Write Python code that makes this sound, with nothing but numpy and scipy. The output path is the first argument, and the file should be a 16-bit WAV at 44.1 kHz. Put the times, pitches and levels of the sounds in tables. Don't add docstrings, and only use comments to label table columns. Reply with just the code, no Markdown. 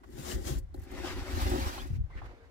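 import sys
import numpy as np
from scipy import signal
from scipy.fft import rfft, irfft, next_fast_len
from scipy.io import wavfile
from scipy.ndimage import uniform_filter1d, map_coordinates

SR = 44100
rng = np.random.default_rng(int(sys.argv[2]) if len(sys.argv) > 2 else 0)


def field_ratio(decibels):
    return 10 ** (np.asarray(decibels, dtype=float) / 20)


def bounce(signal):
    frames = np.transpose(np.atleast_2d(signal))
    limited = np.clip(frames, -1, 1)
    pcm = np.round(limited * 32767).astype(np.int16)
    wavfile.write(sys.argv[1], SR, pcm)


N = 110250
SIDES = np.array([[1], [-1]])


def unit(x):
    return x / np.sqrt(np.mean(x ** 2) + 1e-20)


def colour(points):
    f, v = np.transpose(points)
    return lambda hz: field_ratio(np.interp(np.log(hz + 1), np.log(f + 1), v, left=-90, right=-90))


def curves(rows):
    fade_s = 0.067
    s, *cols = np.transpose(rows)
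    t = np.arange(N) / SR
    outside_s = np.abs(t - np.clip(t, s[0], s[-1]))
    fade_db = -20 * (outside_s / fade_s) ** 2
    return [np.interp(t, s, c) + fade_db for c in cols]


def wobble(rate):
    return map_coordinates(rng.standard_normal(2000), [np.arange(N) * rate / SR])


def filtered(x, response):
    m = next_fast_len(N + SR // 2)
    return irfft(rfft(x, m) * response(np.fft.rfftfreq(m, 1 / SR)), m)[..., :N]


def resonances(peaks):
    def response(f):
        total = 0
        for k, (centre, width, db) in enumerate(peaks):
            damping = 1j * f * width
            total = total + (-1) ** k * field_ratio(db) * damping / (centre ** 2 - f * f + damping)
        return total
    return response


def grains(rate, scatter_db):
    hit = rng.random((3, N)) < rate / SR
    sign = np.sign(rng.standard_normal((3, N)))
    return unit(hit * sign * field_ratio(scatter_db * rng.exponential(1, (3, N))))


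def patchy(depth_db, size=256):
    z = signal.stft(rng.standard_normal((3, N)), nperseg=size)[2]
    field = uniform_filter1d(rng.standard_normal(z.shape[1:]), size=3, axis=0)
    field = uniform_filter1d(field, size=5, axis=1)
    return unit(signal.istft(z * field_ratio(depth_db * unit(field)), nperseg=size)[1][:, :N])


def placed(three, lag_ms, alike, pan_db):
    share = lambda hz: np.clip(alike, 0, 1) / (1 + (hz / 2140) ** 2)
    delay = lambda hz: np.exp(-1j * np.pi * hz * SIDES * lag_ms / 1000)
    shared = filtered(three[0], lambda hz: np.sqrt(share(hz)) * delay(hz))
    own = filtered(three[1:], lambda hz: np.sqrt(1 - share(hz)))
    return (shared + own) * field_ratio(SIDES * pan_db / 2)


# (time [s], sliding speed [dB], pressure [dB])
STROKES = [
    [(.02, -84, -60), (.19, -52.5, -49.5), (.3, -43, -43.5), (.352, -44.5, -41), (.368, -56, -38.5),
     (.434, -57, -48.5), (.48, -41, -39.5), (.585, -57, -50.5), (.615, -80, -65)],
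    [(.735, -95, -65), (.745, -78, -54), (.81, -71, -56), (.89, -61, -53), (.95, -52, -47.5),
     (1.06, -42.5, -46), (1.14, -45.5, -46), (1.18, -48.5, -43.5), (1.3, -48.5, -49.5)],
    [(1.33, -45.5, -44.5), (1.424, -41, -43.5), (1.58, -42.5, -35.5), (1.665, -42.5, -45.5),
     (1.71, -47, -50.5), (1.82, -48.5, -48.5), (1.89, -62.5, -58), (1.965, -62.5, -61), (1.99, -77.5, -68)],
    [(2.08, -72, -63), (2.11, -66, -68), (2.165, -57, -56.5), (2.19, -61, -62), (2.21, -59, -59.5),
     (2.235, -55, -58), (2.3, -58.5, -61), (2.39, -64.5, -65), (2.5, -66, -69)],
]
SHEEN_HZ = [300, 480, 900, 2000, 3000, 5000, 7200, 16000]
# (level [dB per Hz], ..)
SHEEN = [
    [-60, 3.5, 0, -6.5, -3.5, -5, -4.5, -16.5],
    [-85, 4, 0, 1.5, -2, -6, -11.5, -24.5],
    [-51, -4, 4.5, -1, -2, -4, -10, -17.5],
    [-24, 0.7, -7, -10, -17, -21.5, -30.5, -46],
]
# (left lag [ms], left-right likeness [0-1], left over right [dB])
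PLACES = [(-.55, .75, 3.5), (-.1, .85, 2), (.38, .9, 0), (.2, .8, -1.5)]
# (frequency [Hz], width [Hz], level [dB])
SILL = [(136, 42, -18), (229, 70, -7), (276, 52.5, -2.5), (367.8, 33.2, -1.5), (534.4, 9.7, -7.5),
        (795, 71, -10), (1010, 39, -59), (1330, 520, -24), (1950, 140, -10)]


def rubbing():
    slip_s, ring_in_hiss_db = 0.00095, -20.5
    out, sill = np.zeros((2, N)), resonances(SILL)

    def soft_sill(hz):
        softened = sill(hz) / (1 + 2j * np.pi * hz * slip_s)
        return softened * hz ** 2 / (hz ** 2 + 110 ** 2)

    for rows, sheen, (lag_ms, alike, pan_db) in zip(STROKES, SHEEN, PLACES):
        speed_db, press_db = curves(rows)
        grit = patchy(2.5, size=768) + field_ratio(-15.5) * grains(1900, 4)
        surface = colour(list(zip(SHEEN_HZ, sheen)))
        hiss = unit(filtered(grit, lambda hz: surface(hz) * (1 + field_ratio(ring_in_hiss_db) * sill(hz))))
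        out += placed(hiss * field_ratio(speed_db + 0.5 + 1.46 * wobble(39.93)), lag_ms, alike, pan_db)
        slips = grains(200, 2.5) + 0.97 * rng.standard_normal((3, N))
        rung = filtered(slips * field_ratio(press_db + 29.0), soft_sill)
        out += placed(rung, lag_ms, 0.97, pan_db)
    return out


# (time [s], peak level [dB])
JUDDERS = [(.356, -39), (.494, -33.5), (.744, -37.5), (.867, -46.5), (.92, -38), (0.937, -36.5),
           (.979, -40.5), (1.001, -34.5), (1.043, -30), (1.373, -33), (1.465, -32.5), (1.487, -31),
           (1.516, -26), (1.536, -24.5), (1.557, -27), (1.583, -31), (1.692, -36.5), (1.785, -42),
           (1.855, -40.5)]


def judders():
    push, slips = np.zeros(N), np.zeros(N)
    push[:48] = np.hanning(48)
    upper = resonances(SILL[2:])
    ring = filtered(push, lambda hz: upper(hz) * (1j * hz / (330 + 1j * hz)) ** 2)[:SR // 4]
    for s, db in JUDDERS:
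        slips[round(s * SR)] = field_ratio(db)
    rung = signal.fftconvolve(slips, ring / np.abs(ring).max())[:N]
    return placed(np.array([rung, rung, -rung]), 0.52, 1.0, 0.87)


# (time [s], length [s], frequency [Hz], width [Hz], level [dB])
SCUFFS = [(0.033, 0.024, 800, 1300, -55.5), (0.097, 0.37, 158, 120, -54.5), (1.89, 0.16, 190, 85, -49),
          (2.287, 0.27, 480, 60, -63), (0.741, .012, 4160, 900, -60), (1.777, 0.025, 4100, 530, -53),
          (1.7, .02, 1750, 400, -52), (1.2, 0.072, 800, 210, -54), (1.947, 0.026, 2370, 430, -59.5),
          (1.8, 0.054, 1740, 230, -56), (2.1, .03, 1000, 900, -57), (2.16, 0.017, 450, 350, -74),
          (2.169, 0.045, 1700, 1160, -51), (2.221, 0.056, 930, 570, -55), (2.255, 0.026, 1100, 1400, -55)]


def scuffs():
    out, t = np.zeros((3, N)), np.arange(N) / SR
    grit = rng.standard_normal(N)
    for s, length, hz, width_hz, db in SCUFFS:
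        u = np.clip((t - s) / length, 0, 1)
        swell = (1 - np.exp(-12 * u)) * (1 - u ** 2)
        band = unit(filtered(grit, lambda f: resonances([(hz, width_hz, 0)])(f) ** 2))
        unrelated = np.array([np.roll(band, k * N // 3) for k in range(3)])
        out += field_ratio(db) * swell * unrelated
    return placed(out, 0.31, 0.58, -1)


# (time [s], peak level [dB])
KNOCKS = [
    (1.046, -43),
    (1.778, -38),
    (2.216, -44),
]
# (frequency [Hz], level [dB], 60 dB decay [s])
KNOCK_MODES = [(610, -4, 0.03), (800, 4, 0.035), (1036, 1, 0.03), (1350, -5, .025)]


def knocks():
    out, t = np.zeros((2, N + SR)), np.arange(SR // 8) / SR
    muffled = lambda hz: resonances([(950, 800, 0)])(hz) ** 2
    crack = unit(filtered(rng.standard_normal((2, N)), muffled))
    onset = 1 - np.exp(-t / 0.0016)
    for s, db in KNOCKS:
        start = round(s * SR)
        ring = field_ratio(-2 - 60 * t / 0.05) * crack[:, start:][:, :len(t)]
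        for hz, level_db, t60_s in KNOCK_MODES:
            decay = field_ratio(level_db + rng.normal(0, 0.36, (2, 1)) - 60 * t / t60_s)
            ring = ring + decay * np.sin(2 * np.pi * hz * t + rng.normal(0, 0.3, (2, 1)))
        out[:, start:][:, :len(t)] += field_ratio(db + 1) * ring * onset
    return out[:, :N]


# (time [s], peak level [dB])
TICKS = [(0.035, -61.5), (.1, -59), (.18, -59), (.41, -62), (0.5824, -42.5), (0.7407, -52), (.759, -60),
         (.776, -61), (0.791, -54), (0.816, -53), (0.833, -51.5), (.848, -61), (0.9123, -48), (1.412, -36),
         (1.495, -37), (1.595, -39), (1.868, -50), (1.9555, -76), (2.2588, -69)]


def ticks():
    t60_s, rise_s = 0.048, 0.005
    t = np.arange(N) / SR
    shape = np.zeros(N)
    for s, db in TICKS:
        age = np.maximum(t - s, 0)
        shape += field_ratio(db - 60 * age / t60_s) * (1 - np.exp(-age / rise_s))
    return shape * unit(filtered(patchy(1.5)[:2], resonances([(7800, 6600, 0)])))


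# (time [s], length [s], first pitch [Hz], last pitch [Hz], level [dB])
SQUEAKS = [
    (.311, .013, 2950, 3050, -45),
    (1.785, .036, 2950, 3500, -50),
    (2.105, .075, 2000, 2050, -64),
]


def squeaks():
    out, t = np.zeros((3, N)), np.arange(N) / SR
    for s, length, first_hz, last_hz, db in SQUEAKS:
        u = np.clip((t - s) / length, 0, 1)
        hz = (first_hz + (last_hz - first_hz) * u) * (1 + 0.03 * wobble(200))
        grain = 1.03 + np.array([wobble(500) for port in range(3)])
        swell = np.sqrt(np.sin(np.pi * u).clip(0))
        out += field_ratio(db) * grain * swell * np.sin(2 * np.pi * np.cumsum(hz) / SR)
    return placed(out, 0.076, 0.71, 1.6)


# (time [s], level [dB])
HANDLING = [(0, -63), (.1, -57), (.18, -50), (.3, -51.5), (.44, -48.5), (.6, -41.5), (.7, -52), (.78, -46),
            (.88, -51.5), (1.02, -47.5), (1.28, -46), (1.5, -36), (1.72, -47.5), (1.86, -45.5), (2.1, -46),
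            (2.25, -47.5), (2.379, -61.5)]
# (frequency [Hz], level [dB per Hz])
RUMBLE = [(13, -43), (22, -5), (54, 8), (80, 4), (130, -9.5), (260, -36), (500, -96)]
# (middle time [s], length [s], frequency [Hz], peak level [dB])
JOLTS = [(0.149, .04, 114, -47.5), (0.199, .05, 129, -41), (.34, .04, 116, -36), (0.362, 0.07, 58.3, -27),
         (0.397, 0.05, 57, -34), (0.423, 0.023, 63.5, -35), (0.469, 0.05, 81, -34),
         (0.518, 0.07, 133.5, -30.5), (0.524, 0.06, 61.6, -29.5), (0.574, 0.08, 52, -26.5),
         (0.64, 0.05, 50, -36.5), (0.775, .03, 67.6, -38.5), (0.792, 0.03, 74.4, -35),
         (1.16, 0.014, 71.4, -35), (1.19, 0.046, 57.6, -32.5), (1.225, 0.025, 62, -30.5),
         (1.341, 0.043, 68.6, -30), (1.376, 0.04, 75.5, -26), (1.431, 0.052, 64.5, -26),
         (1.468, 0.043, 75, -24.5), (1.523, 0.03, 79, -27), (1.561, 0.084, 67, -34.5),
         (1.625, 0.056, 70, -28.5), (1.671, 0.045, 65, -24.5), (1.911, 0.026, 117, -28.5),
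         (1.935, 0.03, 71, -24.5), (1.965, 0.026, 92, -28), (1.99, .03, 101, -27.5),
         (2.012, 0.05, 72, -23.5), (2.043, 0.03, 84, -28.5), (2.165, 0.021, 53.7, -29.5)]


def handling():
    shake_db, = curves(HANDLING + [(2.5, HANDLING[-1][1])])
    low = unit(filtered(rng.standard_normal((3, N)), colour(RUMBLE)))
    out = placed(low * field_ratio(shake_db + 2.5 + 1.2 * wobble(7.0)), 0, 0.3, 2.5)
    creaky = lambda hz: resonances([(152, 110, 0)])(hz) ** 3
    creak = unit(filtered(rng.standard_normal((2, N)), creaky))
    t = np.arange(-SR // 10, SR // 10) / SR
    for s, length, hz, db in JOLTS:
        swell = np.cos(np.pi * np.clip(t / (0.89 * max(length, 0.032)), -.5, .5)) ** 2
        chance = rng.standard_normal((3, 2, 1))
        phase = 2 * np.pi * (hz * t + chance[0, 0]) + 0.7 * np.sign(chance[1, 0]) * SIDES
        level = field_ratio(db + 0.5 * chance[2] + SIDES)
        span = round(s * SR) + np.arange(len(t)) - len(t) // 2
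        out[:, span] += level * swell * (np.sin(phase) + field_ratio(-24) * creak[:, span])
    return out


# (frequency [Hz], level [dB per Hz])
AIR = [(150, -45), (250, -37), (450, -5.5), (1830, -15), (8410, -30), (15700, -41)]


def air():
    return field_ratio(-72) * unit(filtered(rng.standard_normal((2, N)), colour(AIR)))


def scene():
    contact = rubbing() + judders() + scuffs() + knocks() + ticks() + squeaks()
    return contact + handling() + air()


def roll_off(x):
    return signal.sosfilt(signal.butter(12, 15830, fs=SR, output="sos"), x)


# (frequency [Hz], level [dB])
PORTS = [(20, 0.5), (2050, 1.5), (2400, -0.5), (7800, 0.5), (8400, -2), (10400, 1.5), (11500, -2),
         (12800, 4.5), (16500, 1.5)]
# (frequency [Hz], level [dB])
LEAN = [(20, -1), (700, 2.5), (1300, -4), (2600, 1.5), (8000, 3), (16500, 2)]


def record(dry):
    def ports(hz):
        lean = colour(LEAN)(hz) ** (SIDES / 2)
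        return colour(PORTS)(hz) * lean * (hz < 15800)

    mix = filtered(dry, ports)
    return roll_off(mix)


dry = scene()
out = record(dry)
bounce(out)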